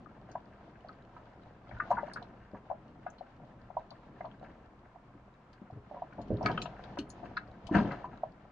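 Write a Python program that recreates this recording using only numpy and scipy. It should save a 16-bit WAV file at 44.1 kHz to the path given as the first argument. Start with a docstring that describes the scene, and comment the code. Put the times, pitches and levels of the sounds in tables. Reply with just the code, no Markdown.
"""Inside a truck's cab on a rutted forest trail, windows up, microphone on the dashboard.
Close by, loose parts knock, plastic trim clacks and small things tick, each ringing in its own modes.
Twice a wheel drops into a rut: the body booms through the suspension and the whole cab rattles.
Behind it all the truck creeps on: tyres rumble and crunch under the floor, and the idling engine's
firings boom in the cab's air."""
import sys
import numpy as np
from scipy import signal
from scipy.fft import rfft, irfft, next_fast_len
from scipy.io import wavfile
from scipy.ndimage import uniform_filter1d

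SR = 44100
rng = np.random.default_rng(int(sys.argv[2]) if len(sys.argv) > 2 else 0)


def wrap_up_sound(samples):
    """Save the sound to the file named by the first command line argument, as 16-bit audio."""
    columns = np.atleast_2d(samples).T
    # keep every value between -1 and 1, then stretch to whole-number steps
    tamed = np.clip(columns, -1, 1)
    steps = np.round(tamed * 32767).astype(np.int16)
    wavfile.write(sys.argv[1], SR, steps)


N = 375291
TIME = np.arange(N) / SR
SIDES = np.array([[1], [-1]])  # left, right


# knocks: t/s, level/dB, centre f/Hz, left minus right/dB, chatter/dB, focus/(dB per octave)
PART_HITS = [(0.353, -23.5, 640, 1.5, -12, 4), (0.846, -37, 710, -2, -10, 27),
             (1.713, -38, 598, 5.5, -11, 21), (1.905, -16, 745, 0, -12.5, 7.5),
             (1.912, -14.5, 850, 2.5, -31, 7), (1.924, -22, 1046, 4, -7, 32),
             (1.972, -21.5, 880, 1.5, 9, 22.5), (2.031, -21.5, 573, 8, -12.5, 35),
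             (2.079, -33, 980, -6, -25, 3), (2.218, -37, 746, -2.5, -4, 9), (2.545, -37, 600, -1, 2, -14),
             (2.7, -29.5, 730, 13, -12, 12), (2.712, -20.5, 720, 0, -11.5, 13.5),
             (3.064, -26, 724, -1, -15, 23), (3.209, -29.5, 595, 9, -30, 34.5),
             (3.702, -37, 715, 10, -21.5, 14), (3.768, -19, 760, -0.5, -26, 23),
             (3.914, -38, 641, 8, 4, -7), (4.207, -27.5, 714, -0.5, -17, 7), (4.244, -29.5, 617, 7, 1, 3),
             (4.255, -33.5, 940, -4.5, -19, 11), (4.426, -35.5, 681, 7, 1, 17),
             (4.957, -40, 732, -3.5, -11, 23), (5.701, -37.5, 665, 0, -17, 21),
             (5.912, -30, 680, -2.5, -2, 26), (5.944, -31.5, 920, -1, -7, -14),
             (5.962, -31.5, 730, 0, 4, 14), (6.02, -24.5, 717, 1, -20, 15), (6.182, -27, 616, 3, 24, 10),
             (6.409, -22, 624, -1.5, 2.5, 7.5), (6.429, -30, 740, 1, -12, 9),
             (6.454, -22.5, 734, 2.5, -6, 9), (6.496, -22, 670, -2, -2, 9), (6.656, -29, 960, 3, -14, 11),
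             (6.971, -27.5, 760, 3, -12, 10), (7.228, -34, 689, 15, 16, 5),
             (7.69, -33.5, 980, 6, -15, 22.5), (7.748, -17.5, 659, 9, 5, -13.5), (7.784, -23, 725, 5, 4, 7),
             (8.041, -27.5, 980, 1, -6.5, 13), (8.234, -18.5, 680, -1, -28, 14.5)]
# the part's modes: f/Hz, level/dB, t60/s
PART_MODES = [(580.5, 1, 0.037), (668, 6.5, 0.028), (724, -2.5, 0.032), (818, -11, 0.043), (976, -7, 0.06),
              (1166, -10.5, 0.029), (1615, -22, 0.024), (2000, -30, 0.021)]

def knocks():
    """A loose part, close to the microphone, is struck and rings hollow."""
    return blows(PART_HITS, PART_MODES, rise_s=0.0024, chatter_s=0.012, spread=0.18, detune=0.015,
                 low_hz=577, crest_db=22, crack_db=-17.5, crack_hz=1240)


# jolts: t/s, level/dB, centre f/Hz, left minus right/dB, chatter/dB, focus/(dB per octave)
SUSPENSION_HITS = [(2.533, -36.5, 204, 2.5, -23, 6.5), (5.151, -46.5, 255, 1.0, -14, 15),
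                   (5.616, -40, 180.4, 2.5, -16, 10), (5.725, -38.5, 126, 1, -15, 11),
                   (5.76, -36.5, 109, 1.5, 3, 7.5), (6.188, -33, 178, 1, -20, 3),
                   (6.303, -20.5, 208, -2.5, 4.5, 4), (6.325, -21, 111, -0.5, 3, 12),
                   (6.434, -29.5, 135, 1, -3.5, 9), (6.453, -27, 213, 1, -17, 3),
                   (6.987, -27.5, 290, 0, -3, 24.5), (7.711, -20, 230, 1, 3, 21),
                   (7.747, -18.5, 230, 5, -20, 6.5), (7.757, -12.5, 190, 1, 4.5, 16),
                   (7.796, -21.5, 160, 3.5, -1, 6.5), (7.846, -25.5, 134, 2.5, -7.5, 9.5)]
# the body's modes: f/Hz, level/dB, t60/s
TRUCK_MODES = [(34, -16, .3), (68, -18, 0.42), (115, -0.5, 0.098), (140.2, -10.5, 0.16), (168.5, -11, 0.14),
               (201.4, 1.5, 0.091), (232, 1, 0.083), (278.6, -4.5, 0.14), (295.8, 0.5, 0.083),
               (338, -7.5, 0.078), (412, -8, 0.25), (517, -7.5, 0.15), (588, 6.5, 0.053)]

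def thumps():
    """Blows come up through the suspension and the body booms all around the microphone."""
    return blows(SUSPENSION_HITS, TRUCK_MODES, rise_s=0.0028, chatter_s=0.019, spread=0.03,
                 detune=0.0068, low_hz=24.1, crest_db=18, crack_db=-21, crack_hz=500)


# clacks: t/s, level/dB, centre f/Hz, left minus right/dB, chatter/dB, focus/(dB per octave)
TRIM_HITS = [(0.058, -48, 1250, 12, -20, 29), (0.889, -42, 1310, 4.5, -9, 18),
             (1.163, -42, 1030, -3, -5, 33), (1.709, -47.5, 2000, 9, 2, 36), (1.764, -44, 1500, 0, 11, 11),
             (1.799, -24, 1430, 1, -6.5, 35.5), (1.803, -31, 1290, -0.5, -4, 18),
             (1.968, -33, 1490, 3, -11, 34), (1.982, -32.5, 1480, -0.5, 1.5, 19.5),
             (2.112, -45, 1685, -2.5, -15, 27), (2.159, -34, 1390, 2, -20, 22.5),
             (2.169, -34.5, 1190, 0, -2, 17), (3.064, -39.5, 1380, 3, -1.5, 4),
             (4.207, -46.5, 1930, -2, -9.5, 55), (6.123, -50, 1400, 3, 0, 1),
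             (6.459, -20.5, 1290, 3, -7, 2), (6.485, -30.5, 1650, 6, -2, 2),
             (6.575, -28, 1210, 5.5, -26, 17), (6.654, -42.5, 1190, 13, -21, 23),
             (6.97, -40.5, 1540, 0, 4, -1), (7.367, -28.5, 1460, -2, -16, 5.5),
             (7.372, -29, 1590, 6, -18, 17), (7.744, -34, 1210, 1, -2.5, -8.5),
             (7.754, -33, 1680, 17, -2, 11), (7.783, -33.5, 1440, 1, -5.5, -2),
             (7.905, -34, 1230, 4.5, 15.5, 4)]
# the trim's modes: f/Hz, level/dB, t60/s
TRIM_MODES = [(990, -5, 0.042), (1252, -2, 0.055), (1442, -1, 0.026), (1480, -2, 0.034), (1655, -2, 0.035),
              (1876, -7.5, 0.033), (2038, -8.5, 0.026), (2266, -3.5, 0.017), (2646, -14, 0.042),
              (3370, -22.5, 0.006)]

def clacks():
    """Nearby plastic trim is struck and rings hard and short."""
    return blows(TRIM_HITS, TRIM_MODES, rise_s=0.0024, chatter_s=0.017, spread=0.38, detune=0.018,
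                 low_hz=850, crest_db=19, crack_db=-12.5, crack_hz=2200)


# ticks: t/s, level/dB, centre f/Hz, left minus right/dB, chatter/dB, focus/(dB per octave)
TRINKET_HITS = [(0.314, -54, 6000, 3.5, 0, 36), (0.885, -51.5, 4120, -1, -19, 27.5),
                (1.691, -57, 3560, 6, -2, 24), (1.901, -54, 3600, -5.5, 12.5, -2),
                (2.135, -40.5, 4770, 8, -2, 52), (2.226, -55, 3910, 18.5, -9, 17),
                (3.183, -52.5, 3970, 3, 2, 34), (3.905, -45, 4100, 1, -19, 23),
                (4.253, -59, 3100, 15, -16.5, 18), (4.313, -57, 3000, 11, -12.5, 37),
                (5.53, -56.5, 4400, 3, -1, 3), (6.214, -56, 3320, 10, 13, -16),
                (6.369, -56.5, 3900, 14, -17, 23), (6.427, -50, 5400, 9.5, -1, 37),
                (6.459, -30, 4400, 2, -4, 12), (6.514, -41.5, 3030, 7, -2, 11.5),
                (6.575, -30.5, 2570, 3, 2, 31), (6.617, -30, 3090, 3, -4, 9),
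                (6.655, -40.5, 2750, 8, 9, 31), (6.838, -49.5, 3840, 11, -3, 16),
                (6.986, -32.5, 2810, 4, 6, 5), (7.101, -43, 6450, 3, -5, 31),
                (7.369, -37, 3930, -1, -6, 30), (7.668, -44, 3860, 11, 0, -2),
                (7.752, -45, 3000, 18.5, 17, 12), (7.781, -42, 3580, 12, 2, 31),
                (7.857, -50, 3140, 7, -5, 32), (7.918, -48, 3700, -2, -5, 11)]
# the small things' modes: f/Hz, level/dB, t60/s
TRINKET_MODES = [(2600, -3, .013), (3080, 0, .02), (3500, -4, .01), (3900, -2, .012), (4280, -1, .02),
                 (4550, -3, .012), (4900, -5, .012), (5450, -7, .01), (6300, -9, .012), (7200, -13, .01)]

def ticks():
    """Small loose things tap, mostly left of the microphone; their high modes die at once."""
    return blows(TRINKET_HITS, TRINKET_MODES, rise_s=0.0011, chatter_s=0.01, spread=0.65, detune=0.029,
                 low_hz=1900, crest_db=24, crack_db=-4.5, crack_hz=5470)


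# chinks: t/s, level/dB, centre f/Hz, left minus right/dB, chatter/dB, focus/(dB per octave)
METAL_HITS = [(1.912, -46, 8700, 0, -10, 7.5), (2.134, -44, 8500, 7, -11, 26),
              (3.101, -54, 6950, 17, -8, 78), (6.459, -56, 7040, -9, 11, 14),
              (6.621, -35.5, 6960, 3, 8, 36), (6.987, -45, 7050, 5, 5, 13), (7.092, -52, 10000, 12, -2, 50),
              (7.749, -55, 7330, -9, -3, 10.5)]
# the metal's modes: f/Hz, level/dB, t60/s
METAL_MODES = [(5760, 4, 0.029), (6280, 1.5, 0.013), (7050, 3.5, 0.0089), (7600, -17, 0.0067),
               (8580, 0, 0.008), (8800, -8.5, 0.018), (9800, -12.5, 0.023)]

def chinks():
    """Small metal pieces touch and ring thinly, wide in the stereo image."""
    return blows(METAL_HITS, METAL_MODES, rise_s=0.0016, chatter_s=0.013, spread=1.0, detune=0.01,
                 low_hz=4960, crest_db=29.5, crack_db=-9, crack_hz=8500)


def contents():
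    """Everything loose trembles as the truck rolls and clatters in the ruts, left of the microphone."""
    dull = rattle(PART_MODES, rate=600, scatter_db=4, spread=0.29)
    hard = rattle(TRIM_MODES, rate=500, scatter_db=5.5, spread=0.23)
    bright = lowpass(rattle(TRINKET_MODES, rate=600, scatter_db=5.5, spread=0.95, parts=6), hz=5000)
    tiny = rattle(METAL_MODES, rate=900, scatter_db=1.5, spread=0.73)
    fits = undb(3.5 * walk(rate_hz=45.23))
    light = (undb(-8.5) * hard + undb(-22.5) * bright + undb(-37.5) * tiny) * fits
    tremble = undb(effort_db(CRUNCH) - 5)
    return (undb(-2) * dull + light) * np.hypot(ruts(SHAKE), tremble) * undb(1.5 * SIDES)


def strays():
    """Now and then one loose thing in the cab stirs on its own, louder on rougher ground."""
    dull = rattle(PART_MODES, rate=5.8, scatter_db=2.5, spread=0.26)
    hard = undb(-9) * rattle(TRIM_MODES, rate=5, scatter_db=4, spread=0.4)
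    bright = undb(-18.5) * rattle(TRINKET_MODES, rate=4.9, scatter_db=-1.5, spread=0.8)
    return (dull + hard + bright) * undb(effort_db(CRUNCH) - 10 + 2 * SIDES)


RUMBLE, CRUNCH, SHAKE, T60 = 1, 2, 3, 4  # columns of the next two tables
# a wheel meets a rut or stone: t/s, rumble/dB, crunch/dB, shaking of contents/dB, t60/s
TRAIL_RUTS = [(0.3, -64, -66, -59, 0.7), (1.15, -60, -63.5, -61, 2.3), (1.71, -64.5, -54, -63.5, 0.8),
              (1.93, -49.5, -65, -50, 0.94), (2.18, -50, -62, -55, 0.6), (4.43, -49.5, -63.5, -55, 1.0),
              (6.3, -47, -72, -68, 0.8), (6.47, -40, -39.5, -46, 0.85), (6.61, -57, -55, -53, 0.2),
              (6.9, -55, -55, -59.5, 1.2), (7.25, -50.5, -57, -55, 1.5), (7.758, -40, -45, -33, 0.67),
              (7.88, -42.5, -48.5, -48, 0.98)]

def ruts(column, rise_s=0.023):
    """Gain that swells quickly at each rut and settles exponentially; overlaps add in power."""
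    power = 0
    for rut in TRAIL_RUTS:
        since = TIME - rut[0]
        swell = np.exp(-(np.minimum(since, 0) / rise_s) ** 2)
        settle = undb(rut[column] - 60 * np.maximum(since, 0) / rut[T60])
        power = power + swell * settle ** 2
    return np.sqrt(power)


# how hard the tyres work on the trail: t/s, rumble/dB, crunch/dB
TYRE_EFFORT = [(0.0, -54, -59.5), (1.58, -57.5, -60.5), (2.03, -55, -54.5), (2.49, -57, -60.5),
               (4.5, -57, -61), (5.25, -62.5, -65), (6.03, -55, -60), (6.46, -39, -53.5),
               (6.67, -51.5, -53.5), (7.72, -57.5, -60), (7.88, -56.5, -53.5), (8.21, -57, -59.5),
               (8.5, -60.5, -61)]

def effort_db(column):
    """The tyres' effort glides from point to point along the trail."""
    points = np.array(TYRE_EFFORT)
    return np.interp(TIME, points[:, 0], points[:, column])


# spectra of the tyres' rumble, the dirt and the hiss: f/Hz, relative level/dB
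RUMBLE_SPECTRUM = [(18, -11.5), (35, -17), (55, -9), (90, -11.5), (140, -1.5), (260, -2.5), (350, -5),
                   (470, -13.5), (700, -25.5), (1500, -58), (6000, -97)]
DIRT_SPECTRUM = [(200, -34.5), (450, -3.5), (700, 0), (1000, -5.5), (1500, -20), (2200, -20.5),
                 (4000, -20.5), (7000, -20), (11000, -72)]
HISS_SPECTRUM = [(200, -1), (500, -1.5), (700, -7), (1000, 0.5), (1600, -10.5), (2300, -17), (4200, -29),
                 (6800, -35), (8200, -40.5), (11000, -52.5)]

def tyres():
    """Rumble booms in the cab and dirt crunches under the floor, swelling in ruts over a steady hiss."""
    boom = lambda f: 1 + sum(undb(db) * resonance(f, hz, width) for hz, width, db in AIR_MODES)
    rumble = unit(shape(noise(RUMBLE_SPECTRUM, wide_hz=3500), boom)) * undb(2.1 * walk(15))
    rumble *= np.hypot(undb(effort_db(RUMBLE) - 2), ruts(RUMBLE))
    dirt = noise(DIRT_SPECTRUM, wide_hz=2400) * undb(-2.5 + 2.57 * walk(22) + 1.1 * walk(4))
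    pebbles = undb(-7.5) * rattle(PART_MODES, rate=120, scatter_db=9, spread=0.16)
    grit = undb(-11) * rattle(TRIM_MODES, rate=60, scatter_db=3, spread=0.73)
    crunch = lowpass(dirt + pebbles + grit, hz=3600)  # muffled by the floor pan
    crunch *= np.hypot(undb(effort_db(CRUNCH) - 2), ruts(CRUNCH))
    hiss = undb(-64.5) * noise(HISS_SPECTRUM, wide_hz=2400)
    return (rumble + crunch + hiss) * undb(0.5 * SIDES)


# modes of the cab's air: f/Hz, width/Hz, level/dB
AIR_MODES = [(37.2, 13, -1), (63, 20, 2), (111.1, 22, 0.5), (199, 37, -7.5)]

def engine(firing_hz=39.3, level_db=-60, load_share=0.3):
    """In the background, uneven idle firings boom in the cab, a little louder as the tyres work harder."""
    firings = np.cumsum(firing_hz * (1 + .04 * walk(3.4))) / SR
    pulses = np.diff(np.floor(firings), prepend=0) * undb(4.9 * rng.standard_normal(N))
    boom = lambda f: sum(undb(db) * resonance(f, hz, width) ** 2 for hz, width, db in AIR_MODES)
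    effort = effort_db(RUMBLE)
    return unit(shape(pulses, boom)) * undb(level_db + load_share * (effort - effort.mean()))


def cab(x, wet_db, width, t60_s=0.17):
    """Reflections from glass and trim close to the microphone; the seats soak up the treble."""
    t = TIME[:SR // 2]
    mid, side = rng.standard_normal((2, len(t))) * undb(-60 * t / t60_s) * (t > .005)
    echoes = (mid + width * side * SIDES) / np.linalg.norm(mid)
    wet = signal.fftconvolve(x, echoes, axes=1)[:, :N]
    return x + undb(wet_db) * shape(wet, lambda f: 1 / (1 + 1j * f / 4500))


def blows(hits, modes, rise_s, chatter_s, spread, detune, low_hz, crest_db, crack_db, crack_hz):
    """Each blow is a push and a brief chatter of the contact, ringing the modes, with a noisy crack."""
    out, t = np.zeros((2, N)), TIME[:SR // 4]
    rise = 1 - np.exp(-(t / rise_s) ** 2)
    crack_decay = undb(-60 * t / 0.061)
    for s, db, centre_hz, pan_db, chatter_db, focus_db in hits:
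        force = rng.standard_normal(len(t)) * np.exp(-t / chatter_s)
        force *= undb(chatter_db) / np.linalg.norm(force)
        force[0] += 1  # the push
        body = ring(modes, t, centre_hz, focus_db, spread, detune) * rise
        ringing = signal.fftconvolve(body, force[None], axes=1)[:, :len(t)]
        crack = rng.standard_normal((2, len(t)))
        crack = shape(crack, lambda f: 1 / (1 + (f / crack_hz) ** 4) / (1 + (low_hz / f) ** 4))
        crack = shape(crack, lambda f: undb(-max(focus_db, 0) * np.abs(np.log2(f / centre_hz))))
        hit = unit(ringing) + undb(crack_db) * unit(crack * rise * crack_decay)
        hit = unit(hit) * undb(db - crest_db + SIDES * pan_db / 2)  # crest_db: from peak down to rms
        start = int(s * SR)
        out[:, start:start + len(t)] += hit[:, :N - start]
    # a part radiates little below its lowest mode
    return shape(out, lambda f: 1 / (1 + (low_hz / f) ** 10))


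def rattle(modes, rate, scatter_db, spread, parts=4):
    """Random tiny collisions, about `rate` a second, shared among a few parts of like build."""
    out, t = 0, TIME[:SR // 10]
    rise = 1 - np.exp(-(t / 0.00065) ** 2)
    for _ in range(parts):
        when, force, direction = rng.random((3, N))
        strength = undb(scatter_db * np.minimum(-np.log(1 - force), 3))
        taps = (when < rate / parts / SR) * np.sign(direction - .5) * strength
        body = ring(modes, t, centre_hz=1, focus_db=0, spread=spread, detune=0.055) * rise
        out = out + signal.oaconvolve(body, taps[None], axes=1)[:, :N]
    return unit(out)


def ring(modes, t, centre_hz, focus_db, spread, detune):
    """Decaying modes, focus_db weaker per octave off centre; spread parts left and right in phase."""
    hz, db, t60 = np.transpose(modes)[:, :, None]
    offset, uneven, lead = rng.standard_normal((3, len(modes), 1))
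    octaves = np.abs(np.log2(hz / centre_hz))
    envelope = undb(db + 3.06 * uneven - focus_db * octaves - 60 * t / t60)
    phase = 2 * np.pi * hz * (1 + detune * offset) * t
    shift = spread * (lead - .4)
    return np.array([np.sum(envelope * np.sin(phase + side * shift), axis=0) for side in (1, -1)])


def noise(spectrum, wide_hz):
    """Coloured stereo noise: the bass nearly alike in both channels, the treble wide."""
    hz, db = np.transpose(spectrum)
    colour = lambda f: undb(np.interp(np.log(f), np.log(hz), db))
    mid, side = shape(rng.standard_normal((2, N)), colour)
    side = shape(side, lambda f: np.minimum(0.026 + f / wide_hz, .9))
    return unit(mid + side * SIDES)


def walk(rate_hz):
    """Random levels held 1 / rate_hz seconds and smoothed twice; rms 1."""
    hold = int(SR / rate_hz)
    steps = np.repeat(rng.standard_normal(N // hold + 1), hold)
    return unit(uniform_filter1d(uniform_filter1d(steps, hold), hold)[:N])


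def shape(x, response):
    """Filter by a function of frequency."""
    size = next_fast_len(x.shape[-1] + 4096)
    f = np.maximum(np.arange(size // 2 + 1) * SR / size, 1)
    return irfft(rfft(x, size) * response(f), size)[..., :x.shape[-1]]


def lowpass(x, hz):
    """Roll off 24 dB per octave above hz."""
    return shape(x, lambda f: 1 / (1 + (f / hz) ** 4))


def resonance(f, hz, width):
    """Response of one resonance, gain 1 at its centre."""
    return 1 / (1 + 1j * (f / hz - hz / f) * hz / width)


def undb(db):
    """Decibels to gain."""
    return 10 ** (np.asarray(db) / 20)


def unit(x):
    """Scale to rms 1."""
    return x / np.sqrt(np.mean(x ** 2))


def scene():
    """At the dashboard: loose parts close by in the small cab, over the body, engine and tyres."""
    struck = knocks() + clacks() + ticks() + chinks()
    body = thumps()
    return cab(struck + contents() + strays(), wet_db=-12.5, width=0.4) + body + engine() + tyres()


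def record(dry):
    """The phone on the dashboard cuts the treble above 10.6 kHz."""
    return signal.sosfilt(signal.ellip(8, .2, 70, 10600, fs=SR, output="sos"), dry)


dry = scene()
out = record(dry)
wrap_up_sound(out)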